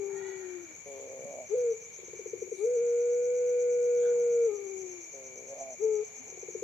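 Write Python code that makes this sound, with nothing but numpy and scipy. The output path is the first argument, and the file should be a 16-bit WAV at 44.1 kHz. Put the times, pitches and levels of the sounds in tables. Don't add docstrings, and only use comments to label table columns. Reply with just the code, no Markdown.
import sys
import numpy as np
from scipy import signal
from scipy.fft import rfft, irfft
from scipy.io import wavfile
from scipy.ndimage import uniform_filter1d

SR = 44100
rng = np.random.default_rng(int(sys.argv[2]) if len(sys.argv) > 2 else 0)


def dump_mix(stems):
    frames = np.atleast_2d(stems).T
    limited = np.clip(frames, -1, 1)
    pcm = np.round(limited * 32767).astype(np.int16)
    wavfile.write(sys.argv[1], SR, pcm)


N = 292383
TIME = np.arange(N) / SR
BINS = np.fft.rfftfreq(N, 1 / SR)
EDGE_HZ = 14300


def amp(db):
    return 10 ** (np.asarray(db) / 20)


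def unit(x):
    return x / np.sqrt(np.mean(x ** 2) + 1e-20)


def read(points, hz):
    f, value = np.transpose(points)
    return np.interp(np.log(hz + 1), np.log(f + 1), value)


def add(mix, s, sound):
    part = mix[max(round(s * SR), 0):][:len(sound)]
    part += sound[:len(part)]


def drift(rate_hz):
    white = rfft(rng.standard_normal(N))
    return unit(irfft(white / (1 + (BINS / rate_hz) ** 4), N))


def sides(balance_db):
    balance = np.atleast_1d(balance_db)
    gains = amp(np.array([balance, -balance]) / 2)
    return gains / gains.mean(0)


def gate(start, end, fade):
    return np.clip(np.minimum(TIME - start, end - TIME) / fade + .5, 0, 1)


def resonate(x, hz, width):
    turn = np.exp(2j * np.pi * np.cumsum(hz * np.ones(N)) / SR)
    r = np.exp(-np.pi * width / SR)
    baseband = signal.lfilter([1 - r], [1, -r], x / turn + 1e-18)
    return 2 * (turn * baseband).real


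def noise(gain, alike, balance_db):
    a, b = rng.standard_normal((2, N))
    c = np.clip(alike, -1, 1)
    channels = np.array([a, c * a + np.sqrt(1 - c * c) * b])
    pair = irfft(rfft(channels) * gain, N) * sides(balance_db)
    return pair / pair.mean(0).std()


def echoes(x, t60, delay):
    t = TIME[:SR // 2]
    taps = rng.standard_normal((2, len(t))) * amp(-60 * t / t60) * (t > delay)
    taps = taps / np.linalg.norm(taps, axis=1)[:, None]
    return signal.fftconvolve(x[None], taps, axes=1)[:, :N]


def dove(room_db=-24):
    # [t/s, f/Hz, level/dB]
    fading_coo = [(0.0, 406, -34.5), (0.02, 399, -35), (0.392, 377.6, -43), (0.565, 355.7, -41.5),
                  (0.61, 348, -48), (0.648, 339, -47), (0.668, 325.5, -65), (0.715, 316, -56),
                  (0.76, 295, -74)]
    # [t/s, f/Hz, level/dB]
    first_coo = [(1.49, 359, -58.5), (1.511, 400, -36.5), (1.54, 447, -24), (1.557, 495, -25.5),
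                 (1.62, 490.5, -29), (1.67, 470.4, -27), (1.717, 456.4, -27), (1.745, 446, -38.5),
                 (1.78, 453, -50), (1.82, 456, -66)]
    # [t/s, f/Hz, level/dB]
    long_coo = [(2.581, 372.2, -54), (2.59, 383.4, -41), (2.647, 445, -24.5), (2.68, 483.3, -26),
                (2.7, 488.3, -28.5), (2.745, 496, -28.5), (2.773, 466.6, -26), (2.801, 467, -27.5),
                (2.82, 480.2, -28), (2.949, 477.3, -26.5), (3.339, 492, -28.5), (4.11, 482.2, -25),
                (4.151, 481.4, -27), (4.35, 474, -25.5), (4.462, 463.2, -24), (4.5, 421, -30),
                (4.521, 415.7, -32.5), (4.58, 401.5, -41), (4.851, 373.4, -41), (4.885, 368.6, -46),
                (4.98, 349.3, -47), (5.03, 334, -59), (5.052, 335, -65), (5.1, 321, -62.5)]
    # [t/s, f/Hz, level/dB]
    last_coo = [(5.785, 359.6, -67.5), (5.808, 403, -38), (5.827, 434.4, -28.5), (5.841, 439.6, -25),
                (6.008, 420.2, -31.5), (6.034, 440, -37), (6.06, 445, -72)]
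    # [t/s, level/dB, pulse rate/Hz, throat resonance f/Hz]
    intake_curves = [
        [(0.86, -46, 141, 474), (0.9, -45.5, 139.1, 488), (.97, -45.5, 134.5, 454), (1.012, -46, 136.1, 472),
         (1.045, -45.5, 134, 475), (1.092, -47.5, 130.7, 484), (1.106, -44.5, 133.7, 499),
         (1.235, -45.5, 131.3, 505), (1.265, -43, 138.6, 552), (1.286, -42.5, 143.1, 543),
         (1.316, -44, 136.1, 585), (1.352, -44, 130, 586), (1.403, -42, 127.1, 616), (1.42, -45, 125.4, 630),
         (1.446, -49.5, 122.4, 608), (1.462, -59, 122, 606)],
        [(5.135, -48, 137.2, 445), (5.145, -49, 137.1, 471), (5.19, -49.5, 132.9, 475), (5.32, -54, 129, 430),
         (5.352, -53, 126.4, 436), (5.385, -49.5, 127.6, 456), (5.44, -52, 129.5, 447),
         (5.475, -52, 130.6, 463), (5.5, -46, 135.6, 525), (5.535, -40.5, 137.7, 550),
         (5.56, -46.5, 136.2, 590), (5.58, -45.5, 134.6, 615), (5.604, -44.5, 137.5, 650),
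         (5.612, -37.5, 135.5, 660), (5.626, -40.5, 135.4, 644), (5.645, -46, 133.5, 655),
         (5.7, -43.5, 131, 650), (5.753, -50.5, 122, 615)],
    ]
    # [f/Hz, left-right level/dB]
    cage_balance = [(250, 11), (380, 12.5), (410, 11.5), (438, 6), (468, 1), (550, -1), (680, -3.5),
                    (1200, 2.5)]
    # [f/Hz, phase/rad]
    cage_lead = [(350, 0.11), (415, 0.081), (445, 0.15), (470, 0.15), (490, 0.5), (600, 0.25)]
    coos = sum(coo(rows) for rows in (fading_coo, first_coo, long_coo, last_coo))
    voice = coos + stutter() + sum(intake(rows) for rows in intake_curves)
    half_lead = np.array([[.5], [-.5]]) * read(cage_lead, BINS)
    ports = sides(read(cage_balance, BINS)) * np.exp(1j * half_lead)
    return irfft(rfft(voice) * ports, N) + amp(room_db) * echoes(voice, t60=1.0, delay=0.066)


def coo(rows, jitter=0.0035, shimmer=0.032, fuzz_db=-50, buzz_rough=.5):
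    # [f/Hz, level under the fundamental/dB]
    second_harmonic = [(300, -7), (326, -6.5), (345, -29), (378, -24.5), (410, -27.5), (440, -36),
                       (456, -47.5), (480, -67)]
    third_harmonic = [(300, -18), (372, -43.5), (408, -25), (440, -44.5), (480, -40)]
    # [start t/s, end t/s, extra air level/dB]
    husky_from, husky_to, husky_db = (4.0, 4.44, 17)
    # [start t/s, end t/s, level under the fundamental/dB]
    buzz_from, buzz_to, buzz_db = (4.03, 4.12, -39)
    s, *columns = np.transpose(rows)
    hz, level = (np.interp(TIME, s, c) for c in columns)
    swing_hz, beat_db = scoop_beat()
    flick_hz, dip_db = catches()
    hz = hz + swing_hz + flick_hz
    level = level + beat_db - dip_db
    slack = np.interp(hz, [390, 460], [3.5, 1])
    phase = 2 * np.pi * np.cumsum(hz * (1 + slack * jitter * drift(110))) / SR
    tone = np.sin(phase) * (1 + slack * shimmer * drift(52))
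    air = amp(fuzz_db + husky_db * gate(husky_from, husky_to, 0.046)) * slack ** 2
    fuzz = air * drift(82) * np.sin(phase * 1.26)
    since_start = abs(TIME - s[0])
    late_db = -7 * np.exp(-since_start / 0.22)
    buzz = amp(buzz_db) * gate(buzz_from, buzz_to, 0.012) * (1 + buzz_rough * drift(100))
    overtones = amp(read(second_harmonic, hz)) * np.sin(2 * phase)
    overtones += (amp(read(third_harmonic, hz) + late_db) + buzz) * np.sin(3 * phase)
    overtones *= amp(-11 * np.exp(-since_start / 0.011))
    return np.sqrt(2) * (tone + fuzz + overtones) * amp(level) * gate(s[0], s[-1], 0.007)


def scoop_beat():
    # [start t/s, pitch swing/Hz, beat rate/Hz, level swing/dB, decay time/s]
    start, swing_hz, rate, swing_db, dying = (2.674, 3, 64, 1.4, 0.077)
    t = np.maximum(TIME - start, 0)
    beat = np.exp(-t / dying) * np.sin(2 * np.pi * rate * t)
    return -swing_hz * beat, swing_db * beat


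def catches():
    # [t/s, dip/dB, half length/s, pitch flick/Hz]
    catch_rows = [(1.551, 9, 0.0032, 55), (1.567, 6.5, 0.0064, 7.5), (1.736, 12, 0.004, -57),
                  (2.665, 8.5, 0.0043, 39.5), (4.515, 6, 0.0045, -28), (1.361, 4.5, 0.0026, 0),
                  (5.544, 13, .003, -1)]
    flick, dip = np.zeros((2, N))
    for at, depth_db, half, flick_hz in catch_rows:
        catch = np.exp(-np.minimum(((TIME - at) / half) ** 2, 20))
        flick, dip = flick + flick_hz * catch, dip + depth_db * catch
    return flick, dip


def stutter(hz=440, half=0.0051, squareness=3.3, fall=0.1, after_db=-12, after_at=0.014,
            after_half=0.02, after_hz=368, gain_db=-.5, low_hz=318):
    # [t/s, level before gain_db/dB]
    notes = [(1.991, -44), (2.034, -42), (2.085, -40.5), (2.138, -36), (2.198, -33), (2.2647, -31),
             (2.339, -28), (2.381, -43), (2.426, -28), (2.4792, -39.5), (2.525, -27.5), (6.283, -46),
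             (6.327, -41), (6.377, -41), (6.433, -36.5), (6.49, -33.5), (6.5558, -29), (6.629, -28)]
    out, t = np.zeros(N), TIME[:SR // 8] - .02
    for s, db in notes:
        length = amp(0.38 * (db + 32.0))
        glide = hz * (1 - fall * np.tanh(t / 0.0093))
        envelope = np.exp(-abs(t / length / half) ** squareness)
        puff = envelope * np.sin(2 * np.pi * np.cumsum(glide) / SR)
        first, late = rng.random(2)
        swell = np.exp(-((t - after_at) / length / after_half) ** 2)
        flutter = swell * np.sin(2 * np.pi * (after_hz * t + first))
        late_swell = np.exp(-((t / length - .038) / 0.017) ** 2)
        flutter += 0.39 * late_swell * np.sin(2 * np.pi * (400 * t + late))
        flutter *= 1 + 0.55 * np.sin(2 * np.pi * (90 * t + late))
        add(out, s - .02, amp(db + gain_db) * (puff + amp(after_db) / length * flutter))
    return irfft(rfft(out) / np.sqrt(1 + (low_hz / (BINS + 1)) ** 20), N)


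def intake(rows, width_hz=140, jitter=0.11, swing=.05, chest_hz=380, chest_width_hz=200,
           chest_db=-21, hum_db=-68, calm_rough=.08):
    # [start t/s, end t/s, added roughness/1, strong-weak limp/1]
    spells = [(.99, 1.03, .15, .4), (1.03, 1.18, .2, .1), (1.18, 1.26, .25, .4), (1.305, 1.41, .42, .15),
              (5.35, 5.485, .27, .3), (5.545, 5.6, .4, .1), (5.635, 5.74, .14, .05)]
    # [f/Hz, width/Hz, level/dB]
    cage_ring = [(545, 45, -7), (660, 60, -3)]
    s, *columns = np.transpose(rows)
    level, rate, hz = (np.interp(TIME, s, c) for c in columns)
    rough = calm_rough + sum(r * gate(start, end, .015) for start, end, r, _ in spells)
    limp = sum(m * gate(start, end, .015) for start, end, _, m in spells)
    steady = np.cumsum(rate) / SR
    turns = steady + jitter * rough * drift(70) + swing * limp * np.cos(np.pi * steady)
    pulses = sum(np.cos(2 * np.pi * k * turns) for k in range(2, 9))
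    pulses = pulses * np.exp(.4 * rough * drift(84))
    pulses *= 1 + limp * np.cos(np.pi * turns)
    pulses += 1.6 * rough * drift(700) * (1 + .5 * np.cos(2 * np.pi * turns))
    chest = amp(chest_db) * resonate(pulses, chest_hz, chest_width_hz)
    voice = resonate(resonate(pulses, hz, width_hz), hz, width_hz) - chest
    voice = voice + sum(amp(db) * resonate(voice, ring_hz, width) for ring_hz, width, db in cage_ring)
    voice /= np.sqrt(uniform_filter1d(voice ** 2, size=1300) + 1e-9)
    hum = amp(hum_db) * np.sqrt(2) * np.sin(2 * np.pi * 2 * steady)
    return (voice * amp(level - catches()[1]) + hum) * gate(s[0], s[-1], 0.0043)


def katydid(sweep=0.0523, half=0.00373, rasp=0.26, uneven_db=0.5, octave_db=-33, balance_db=2):
    # [start t/s, end t/s, chirp period/s, 0 full chirps or 1 paired strokes]
    bouts = [(.062, 1.39, .1152, 0), (1.493, 2.35, .115, 0), (2.421, 4.86, .11935, 0),
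             (4.919, 6.6, .1153, 1)]
    bout_db = [-48, -41.5, -42, -39.5]
    # [t from the main stroke/s, full-chirp level/dB, paired-chirp level/dB, f/Hz]
    strokes = [(-.031, -10.5, -17, 6150), (-.021, -5, -3.5, 6260), (-.011, -4, -10, 6250),
               (-.001, -2, -1.5, 6280), (.009, -3.5, -4.5, 6200)]
    song, t = np.zeros(N), TIME[:SR // 50] - 1 / 100
    chirps = [(s, db, paired) for (start, end, period, paired), db in zip(bouts, bout_db)
              for s in np.arange(start, end, period)]
    chances = rng.standard_normal((len(chirps), len(strokes), 3))
    for (s, db, paired), chirp_chances in zip(chirps, chances):
        for (offset, full_db, paired_db, hz), (slip, detune, force) in zip(strokes, chirp_chances):
            glide = hz * (1 + 0.0051 * detune - sweep * t / half)
            phase = 2 * np.pi * np.cumsum(glide) / SR
            whistle = np.sin(phase) + amp(octave_db) * np.sin(2 * phase)
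            scrape = np.exp(-(t / half) ** 2) * whistle
            stroke_db = db + (paired_db if paired else full_db) + uneven_db * force
            add(song, s + offset + .001 * slip + t[0], amp(stroke_db) * scrape)
    song *= 1 + rasp * drift(630)
    return sides(balance_db) * (song + amp(-5) * echoes(song, t60=0.14, delay=0.004))


def far_katydids(half=0.03, rasp=0.38, balance_db=3):
    # [start t/s, end t/s, chirp period/s]
    far_bouts = [(.052, 1.38, .108), (1.427, 3.12, .1099), (3.185, 4.8, .1062), (4.866, 5.44, .1078),
                 (5.508, 6.7, .1092), (.055, 3.1, .1222)]
    far_bout_db = [-56.5, -55.5, -54.5, -59.5, -54.5, -61.5]
    # [f/Hz, level/dB]
    far_rasp = [(5900, -41), (6450, -6), (6750, 3), (6950, 2), (7200, -8.5), (7500, -16.5), (7900, -15.5),
                (8600, -45), (10000, -52.5)]
    power = np.zeros(N)
    for (start, end, period), db in zip(far_bouts, far_bout_db):
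        count = np.clip(np.round((TIME - start) / period), 0, (end - start) // period)
        nearest = start + period * count
        power += amp(db) ** 2 * np.exp(-np.minimum(((TIME - nearest) / half) ** 2, 20))
    colour = amp(read(far_rasp, BINS)) * (abs(BINS - 7500) < 2500)
    grain = 1 + rasp * drift(100)
    return np.sqrt(power) * grain * noise(colour, alike=.1, balance_db=balance_db)


def insects(chorus_db=-2.05, trill_db=-61.0, flutter=0.13, waver_hz=9):
    # [t/s, level/dB]
    chorus_level = [(0, -56), (1.3, -53.5), (1.7, -54), (4.6, -54), (4.85, -48.5), (5.3, -52.5),
                    (6.6, -51.5)]
    # [f/Hz, level/dB]
    chorus_spectrum = [(5000, -48), (5600, -15.5), (6100, -11.5), (6450, -2), (6750, -1.5), (6950, -5),
                       (7150, -13.5), (7450, -24), (7900, -27.5), (8500, -47.5)]
    trill_spectrum = [(1900, -24), (2120, -10), (2230, -7.5), (2295, 0.5), (2345, -7), (2420, -6.5),
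                      (2490, -12), (2600, -29.5)]
    # [f/Hz, level/dB]
    tone_rows = [(2295, -63), (2389, -69), (2433, -83), (6522, -59.5), (6721, -64), (6879, -64),
                 (6921, -70.5), (7024, -66)]
    level = amp(np.interp(TIME, *np.transpose(chorus_level)) + chorus_db)
    chorus_colour = amp(read(chorus_spectrum, BINS) - 60 * (abs(BINS - 6750) > 1900))
    chorus = noise(chorus_colour, alike=0.051, balance_db=3.5)
    trill_colour = amp(read(trill_spectrum, BINS) - 60 * (abs(BINS - 2250) > 450))
    trill = noise(trill_colour, alike=0.072, balance_db=5.0)
    tones = [sum(amp(db) * np.sin(2 * np.pi * np.cumsum(hz + waver_hz * drift(22.56)) / SR)
                 for hz, db in tone_rows) for side in "LR"]
    bands = level * chorus * (1 + flutter * drift(76)) + amp(trill_db) * trill
    return bands + np.sqrt(2) * sides(5.0) * np.array(tones)


def far_call(waver=0.0073, breath_db=-11, gain_db=-2.0, direct_db=-4, balance_db=3):
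    # [t/s, f/Hz, level before gain_db/dB]
    call_curve = [(0.082, 450.6, -66), (0.161, 465.3, -55.5), (0.269, 493, -51), (0.391, 472.4, -61),
                  (.56, 445, -62)]
    # [f/Hz, level/dB]
    throat = [(450, -20), (900, -12), (1450, -0.5), (1900, 8.5), (2350, -18), (2900, -9), (3350, -9),
              (4200, -12)]
    s, *columns = np.transpose(call_curve)
    hz, level = (np.interp(TIME, s, c) for c in columns)
    phase = 2 * np.pi * np.cumsum(hz * (1 + waver * drift(54))) / SR
    call = unit(sum(amp(read(throat, k * hz)) * np.sin(k * phase) * (1 + amp(breath_db) * drift(150))
                    for k in range(1, 10)))
    call = call * amp(level + gain_db) * gate(s[0], s[-1], 0.034)
    return sides(balance_db) * (amp(direct_db) * call + echoes(call, t60=1.0, delay=0.00046))


def rustles_and_swells(ragged_db=2.0):
    # [t/s, length/s, level/dB, centre f/Hz, width/Hz, left-right level/dB]
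    soft_sounds = [(0.183, 0.51, -67, 128, 122, 13), (0.247, 0.64, -62, 826, 197, -0.5),
                   (0.375, 1, -66, 1500, 700, -14), (0.887, .12, -75, 8800, 2500, 3),
                   (0.964, 0.27, -73.5, 3200, 900, 3), (1.26, 0.2, -61.5, 160, 159, 14),
                   (1.325, 0.32, -79, 8900, 2500, 7), (2.004, 0.42, -73.5, 3400, 1200, 2),
                   (2.603, 0.16, -70, 3960, 1200, 3), (2.62, 0.27, -67.5, 8300, 2900, 10),
                   (4.048, 0.14, -67, 3440, 526, 9), (4.07, 0.2, -59.5, 1490, 280, 6.5),
                   (4.153, .4, -66, 860, 300, 2), (4.203, 0.7, -66, 180, 80, 12),
                   (6.24, 0.18, -62.5, 262, 35, 14), (6.25, 0.81, -67, 724, 190, 0)]
    out, ragged = np.zeros((2, N)), drift(35)
    for s, length, db, hz, width, balance_db in soft_sounds:
        swell = np.cos(np.pi * np.clip((TIME - s) / length, -.5, .5))
        colour = (1 + ((BINS - hz) / width) ** 2) ** -2 * np.minimum(BINS / hz, 1) ** 2
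        out += amp(db + ragged_db * ragged) * swell * noise(colour, alike=0.2, balance_db=balance_db)
    return out


def ticks(decay=0.00087, gain_db=-2, balance_db=3):
    # [t/s, level before gain_db/dB]
    clicks = [(1.583, -50), (4.199, -51)]
    out, t = np.zeros(N), TIME[:SR // 100]
    for s, db in clicks:
        burst = rng.standard_normal(len(t)) * np.exp(-t / decay)
        add(out, s, amp(db + gain_db) * np.diff(burst))
    return sides(balance_db) * out


def night(air_db=-63, hiss_db=-74):
    # [t/s, level/dB]
    rumble_level = [(0, -70), (1.35, -67), (2.2, -68.5), (3.3, -70.5), (5.9, -70), (6.5, -67)]
    # [f/Hz, level/dB]
    rumble_spectrum = [(20, -36), (40, -24.5), (62, -14), (95, 0), (130, -2), (190, -3), (265, -6.5),
                       (340, -22.5), (600, -42)]
    air_spectrum = [(100, -43), (280, -4), (450, 10.5), (750, 1), (930, 1), (1080, -1), (1300, -4),
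                    (1600, -4), (1830, -0.5), (2050, -13.5), (2700, -3.5), (3400, -9), (4700, -7.5),
                    (5050, -23.5), (7000, -43)]
    hiss_spectrum = [(3000, -36), (5200, -8.5), (8000, -1), (9500, -11.5), (11300, -15), (12500, -3),
                     (14200, -6)]
    swell_db = .9 * drift(4)
    rumble_db = np.interp(TIME, *np.transpose(rumble_level)) + 1.3 * drift(3.5)
    rumble_colour = amp(read(rumble_spectrum, BINS)) * (BINS < 600)
    rumble = amp(rumble_db) * noise(rumble_colour, alike=0.94, balance_db=13.0)
    air_colour = amp(read(air_spectrum, BINS)) * (BINS > 100)
    air = amp(air_db + swell_db) * noise(air_colour, alike=0.14, balance_db=1.5)
    hiss_colour = amp(read(hiss_spectrum, BINS)) * (BINS < EDGE_HZ)
    hiss = amp(hiss_db + 0.83 * drift(7.3)) * noise(hiss_colour, alike=.05, balance_db=3.0)
    return rumble + air + hiss


def scene():
    animals = dove() + katydid() + far_katydids() + insects() + far_call()
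    return animals + rustles_and_swells() + ticks() + night()


def record(dry, notch_hz=4920, notch_width_hz=130, notch_db=-9):
    notch = amp(notch_db * np.exp(-((BINS - notch_hz) / notch_width_hz) ** 2))
    coloured = irfft(rfft(dry) * notch, N)
    low_pass = signal.firwin(511, EDGE_HZ, window=("kaiser", 9), fs=SR)
    return signal.oaconvolve(coloured, low_pass[None], "same")


dry = scene()
out = record(dry)
dump_mix(out)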